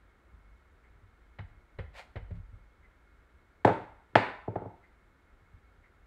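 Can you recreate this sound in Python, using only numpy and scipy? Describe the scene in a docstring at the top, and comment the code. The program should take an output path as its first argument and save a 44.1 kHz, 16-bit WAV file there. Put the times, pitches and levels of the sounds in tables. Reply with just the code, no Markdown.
"""At a craft table in a small room, one hand holds a stamp on card while the other reaches aside.
From the start, a clock ticks faintly over a low rumble, a distant fan and a soft hiss.
Shifts of weight and dull bumps make the furniture boom, and near 2 s something slides with a swish.
From 3.6 s an acrylic block knocks down hard twice, bounces and rocks to rest; the tabletop rings
and the room answers. A few soft shifts of weight come last."""
import sys
import numpy as np
from scipy import signal
from scipy.fft import rfft, irfft, next_fast_len
from scipy.io import wavfile

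SR = 44100
rng = np.random.default_rng(int(sys.argv[2]) if len(sys.argv) > 2 else 0)


def transcribe(signal):
    """Save signal, clipped to [-1, 1], as a 16-bit WAV file at the path in sys.argv[1]."""
    frames = np.atleast_2d(signal).T
    limited = np.clip(frames, -1, 1)
    pcm = np.round(limited * 32767).astype(np.int16)
    wavfile.write(sys.argv[1], SR, pcm)


N = 267598
T = np.arange(SR) / SR  # one second of time after a blow

# The tone of rubbing, in the swish and the clock. Each row: frequency in Hz, relative level in dB.
FRICTION_SPECTRUM = [(200, -50), (400, -1.5), (600, 9.5), (950, 5), (1200, -1), (2100, 5), (3300, -5.5),
                     (4400, -6), (5700, -17.5), (7500, -17), (12000, -30), (15500, -35)]


def amp(db):
    """Turn decibels into a number to multiply by."""
    return 10 ** (np.asarray(db) / 20)


def unit(x):
    """Scale a sound so that its average level (rms) is 1."""
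    return x / np.sqrt(np.mean(x ** 2) + 1e-20)


def along(points, hz):
    """Read between rows of (frequency, value), giving each octave about the same space."""
    frequencies, values = np.transpose(points)
    return np.interp(np.log(hz + 1), np.log(frequencies + 1), values)


def filtered(x, response):
    """Turn each frequency up or down by the gain that response gives it."""
    padded = next_fast_len(len(x) + 8192)
    return irfft(rfft(x, padded) * response(np.fft.rfftfreq(padded, 1 / SR)), padded)[:len(x)]


def noise(spectrum, size):
    """Noise with the tone of the given spectrum, at an average level of 1."""
    return unit(filtered(rng.standard_normal(size), lambda hz: amp(along(spectrum, hz))))


def band(centre_hz, width_hz, size):
    """Noise gathered around one frequency, at an average level of 1."""
    white = rng.standard_normal(size)
    return unit(filtered(white, lambda hz: 1 / (1 + (2 * (hz - centre_hz) / width_hz) ** 2)))


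def fade_in(seconds):
    """A smooth rise from 0 towards 1."""
    return 1 - np.exp(-(T / seconds) ** 2)


def ring(tones, rise_s, scatter_db):
    """A struck object's tones, at new strengths each blow. A fade time is the time to drop by 60 dB."""
    waves = []
    for k, (hz, db, fade_s) in enumerate(tones):
        level = amp(db + scatter_db * rng.standard_normal() - 60 * T / fade_s)
        waves.append((-1) ** k * level * np.sin(2 * np.pi * hz * T))
    return sum(waves) * fade_in(rise_s)


def burst(spectrum, rise_s, fade_s):
    """Many crowded tones that die together: a new wave at each blow, but the same overall tone."""
    shape = (1 - np.exp(-T / rise_s)) * amp(-60 * T / fade_s)
    phases = np.exp(1j * np.angle(rfft(rng.standard_normal(SR) * shape)))
    wave = irfft(phases * amp(along(spectrum, np.fft.rfftfreq(SR, 1 / SR))), SR)
    wave = wave * fade_in(rise_s) * np.exp(-(T / fade_s) ** 2)  # smooth start and end
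    return unit(wave) * np.sqrt(np.mean(shape ** 2))


def in_room(x, echo_db):
    """Add the room's echo, which builds up quickly and dies at each frequency's own speed."""
    # How long the room rings. Each row: frequency in Hz, fade time in seconds.
    fade_times = [(60, 0.38), (150, .4), (400, 0.35), (900, 0.58), (2000, 0.52), (4000, .48), (8000, 0.41),
                  (11000, 0.6), (15000, 0.21)]
    hz, t, slices = signal.stft(rng.standard_normal(SR), SR, nperseg=256)
    fading = slices * amp(-60 * t / along(fade_times, hz)[:, None])
    tail = signal.istft(fading, SR, nperseg=256)[1][:SR] * fade_in(0.011)
    return x + amp(echo_db) * signal.fftconvolve(x, tail / np.linalg.norm(tail))[:len(x)]


def add(track, start_s, sound):
    """Mix a sound into the track at the given time."""
    part = track[round(start_s * SR):][:len(sound)]
    part += sound[:len(part)]


def background():
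    """Room air with a rumble that swells and sinks, the faint hum of a far fan and microphone hiss."""
    # The tone of the air and of the hiss. Each row: frequency in Hz, relative level in dB.
    air_spectrum = [(12, -38), (20, -6), (60, 4.5), (107, -11), (132, -15), (187, -17.5), (334, -19),
                    (375, -18.5), (670, -24), (1320, -24), (1740, -23.5), (2100, -28), (2770, -36.5),
                    (3800, -38.5), (5190, -47), (6750, -54.5), (11400, -120)]
    hiss_spectrum = [(3500, -28.5), (5500, -0.5), (7500, 3), (10000, -1.5), (12000, -2.5), (15500, -6.5)]
    # The fan's hum. Each row: centre in Hz, width in Hz, level in dB.
    fan_bands = [(1366, 290, -76), (2174, 45, -80)]
    air = amp(-59.5) * noise(air_spectrum, size=N)
    rumble = filtered(air, lambda hz: 1 / (1 + (hz / 140) ** 4))
    heave = amp(2.0 * band(centre_hz=4.3, width_hz=4.2, size=N) - 3.5)
    fan = sum(amp(db) * band(hz, width_hz, size=N) for hz, width_hz, db in fan_bands)
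    hiss = amp(-89) * noise(hiss_spectrum, size=N)
    return air + (heave - 1) * rumble + fan + hiss  # only the low part of the air wavers


def clock():
    """A far clock ticks once a second: its gears whirr briefly in the case and the room echoes."""
    first_tick_s, tick_db = 0.825, -51.5
    out = np.zeros(N)
    shape = fade_in(0.018) * amp(-60 * T / 0.12)
    for start_s in first_tick_s + np.arange(6):
        case = band(centre_hz=2000, width_hz=330, size=SR)
        gears = amp(-18) * noise(FRICTION_SPECTRUM, size=SR)
        add(out, start_s, amp(tick_db) * in_room((case + gears) * shape, echo_db=-9))
    return out


def swish():
    """Something slides briefly: grainy rubbing swells as it gathers speed and dies as it stops."""
    # The slides. Each row: start in seconds, swell time in seconds, peak level in dB.
    slides = [(1.928, 0.066, -46), (2.345, 0.011, -68)]
    swell_curve, fade_s = 1.16, 0.17
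    stroke = np.zeros(N)
    for start_s, swell_s, db in slides:
        speeding_up = np.minimum(T / swell_s, 1) ** swell_curve
        stopping = amp(-60 * np.maximum(T - swell_s, 0) / fade_s)
        add(stroke, start_s, amp(db) * speeding_up * stopping)
    grain = amp(1.5 * band(centre_hz=90, width_hz=200, size=N))
    rubbing = unit(grain * noise(FRICTION_SPECTRUM, size=N))
    return in_room(stroke * rubbing, echo_db=-14)


def furniture():
    """The slow boom and short thud of the furniture taking a weight."""
    # The furniture's tones. Each row: pitch in Hz, relative level in dB, fade time in seconds.
    boom_tones = [(32.9, -15, 0.94), (50.2, -13, 1), (74.4, -6, 0.25), (96.5, 7, 0.11)]
    thud_tones = [(129.5, -11.5, 0.12), (170.4, -5, 0.18), (234.4, -2.5, 0.072)]
    boom = amp(4) * ring(boom_tones, rise_s=0.017, scatter_db=-3.5)
    thud = amp(-5.5) * ring(thud_tones, rise_s=0.0088, scatter_db=4)
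    return in_room(boom + thud, echo_db=-6.5)


def bumps():
    """A bump is a tap and a hollow knock over the furniture's boom; shifting weight stirs only the boom."""
    # The bumps. Each row: start in seconds, then the strengths of weight, hollow knock and tap in dB.
    contacts = [(1.385, -38.5, -60, -41), (1.785, -35.5, -33.5, -39.5), (2.156, -38, -34.5, -40),
                (2.305, -35.5, -44.5, -56)]
    # Weight shifting on the furniture. Each row: start in seconds, strength in dB.
    weight_shifts = [(0.326, -50.5), (1.019, -53), (2.364, -43.5), (2.52, -46.5), (5.409, -57.5),
                     (5.525, -49.5), (5.767, -54)]
    # The tone of the hollow knock and of the tap. Each row: frequency in Hz, relative level in dB.
    hollow_spectrum = [(150, 8.5), (280, -15), (400, 6), (620, 3.5), (850, -21), (1500, -47), (5000, -45)]
    tap_spectrum = [(300, 1.5), (800, 7), (1200, 2), (2000, 5.5), (2800, -5), (4000, -10.5), (5800, -29),
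                    (8500, -36), (15000, -62)]
    # The tapped object's ring. Each row: pitch in Hz, relative level in dB, fade time in seconds.
    tap_tones = [(824, -7, 0.059), (1647, -7, 0.057), (1904, -2, 0.065), (2143, -1.5, 0.062),
                 (2977, -10.5, 0.11), (3990, -13, 0.045)]
    treble_cut_hz = 4800  # soft contacts carry little treble
    out = np.zeros(N)
    for start_s, weight_db, hollow_db, tap_db in contacts:
        hollow = amp(hollow_db) * burst(hollow_spectrum, rise_s=0.0011, fade_s=0.069)
        tap = amp(tap_db) * burst(tap_spectrum, rise_s=0.0033, fade_s=0.095)
        tap_ring = amp(tap_db - 7.5) * ring(tap_tones, rise_s=0.0024, scatter_db=1.5)
        contact = in_room(hollow + tap + tap_ring, echo_db=-11.5)
        add(out, start_s, contact + amp(weight_db) * furniture())
    for start_s, weight_db in weight_shifts:
        add(out, start_s, amp(weight_db) * furniture())
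    return signal.lfilter(*signal.butter(1, treble_cut_hz, fs=SR), out)


def block_knocks():
    """Each blow clacks the block and rings the table; harder contact is brighter and thumps less."""
    # The block's blows. Each row: start in seconds, strength in dB, hardness as a treble limit in Hz,
    # level of the table's long ring in dB relative to that strength.
    blows = [(3.6473, -7, 2370, -19), (3.674, -16.5, 2580, -29), (3.6882, -19, 2220, -17.5),
             (3.7, -24, 1030, -35), (4.129, -57, 300, -25), (4.154, -6.5, 3850, -26.5),
             (4.1629, -17.5, 3500, -38), (4.477, -26, 950, -26), (4.5562, -22.5, 1745, -25.5),
             (4.6154, -33, 1100, -19.5), (4.6554, -32, 1150, -27)]
    # The acrylic block's tones, then the table's main, long-lasting and low ones.
    # Each row: pitch in Hz, relative level in dB, fade time in seconds.
    block_tones = [(1288, -8, .045), (1740, 3.5, 0.025), (2300, -5.5, 0.032), (3280, -10, 0.015),
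                   (4560, -13, 0.011), (5300, -19, .014)]
    main_tones = [(610, 1.5, 0.024), (710, -3, 0.023), (851.5, 0, 0.029)]
    long_tones = [(316, -6, .4), (397, -5, .38), (464, -6, .3), (506, -2, .3), (532, -3, .3), (589, 1, .28),
                  (848, -2, .3), (899, 1, .32), (969, -9, .35), (1022, -9, .3), (1092, -11, .3),
                  (1286, -7, .3), (1368, -9, .3), (1497, -10, .3)]
    low_tones = [(100, -12.5, 0.13), (124.2, -12, 0.064), (184, -17.5, 0.11), (280, -19, 0.077),
                 (389, -8, 0.05), (455.3, -13.5, 0.078)]
    # The crowded tones of the table's board, the crack of contact and the snap of the block's edge.
    # Each row: frequency in Hz, relative level in dB.
    board_spectrum = [(100, -16.5), (250, 0), (400, -2), (600, -1.5), (880, 2), (1100, -14.5), (2000, -32),
                      (6000, -71)]
    crack_spectrum = [(600, -21.5), (1050, 2), (1600, 3.5), (2300, -1.5), (3000, -7.5), (4600, -13.5),
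                      (5700, -29.5), (8000, -40.5), (15500, -60.5)]
    snap_spectrum = [(1500, -22.5), (3500, 11.5), (5200, -3), (5800, -4.5), (7800, -3), (10000, -16),
                     (12000, -30), (15500, -26)]
    usual_hardness_hz = 2000
    table_lag_s = 0.0014  # the heavy top answers after the block
    bass_cut_hz = 65  # the tabletop gives off little sound below this
    out = np.zeros(N)
    for start_s, strength_db, hardness_hz, long_db in blows:
        octaves_harder = np.log2(hardness_hz / usual_hardness_hz)
        thump_db = 2.57 - 5.5 * octaves_harder
        clack_db = -10 + 10.5 * octaves_harder
        snap_db = -19 + 1.8 * strength_db  # only strong blows snap clearly
        # The main tones arrive directly; the long ones outlast the blow.
        tabletop = ring(main_tones, rise_s=0.0013, scatter_db=0.5)
        long_ring = amp(long_db) * ring(long_tones, rise_s=0.006, scatter_db=2)
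        thump = amp(thump_db) * in_room(ring(low_tones, rise_s=0.002, scatter_db=1.5), echo_db=-11)
        blow = amp(clack_db - 5.5) * ring(block_tones, rise_s=0.0008, scatter_db=3)
        add(blow, table_lag_s, tabletop + long_ring + thump)
        # The crowded tones spread all round and fill the room.
        board = amp(-8.5) * burst(board_spectrum, rise_s=0.00086, fade_s=0.055)
        crack = amp(clack_db - 4.5) * burst(crack_spectrum, rise_s=0.0013, fade_s=0.034)
        blow += in_room(board + crack, echo_db=-5)
        blow = signal.lfilter(*signal.butter(2, hardness_hz, fs=SR), blow)
        snap = amp(snap_db) * burst(snap_spectrum, rise_s=0.0015, fade_s=0.054)
        add(out, start_s, amp(strength_db) * (blow + in_room(snap, echo_db=-5)))
    return signal.lfilter(*signal.butter(2, bass_cut_hz, 'highpass', fs=SR), out)


def scene():
    """All the sounds together in one channel."""
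    return (block_knocks() + bumps() + swish() + clock() + background())[None]


def record(dry):
    """Cut away the very highest treble."""
    top_hz = 15750
    return np.array([filtered(channel, lambda hz: hz < top_hz) for channel in dry])


dry = scene()
out = record(dry)
transcribe(out)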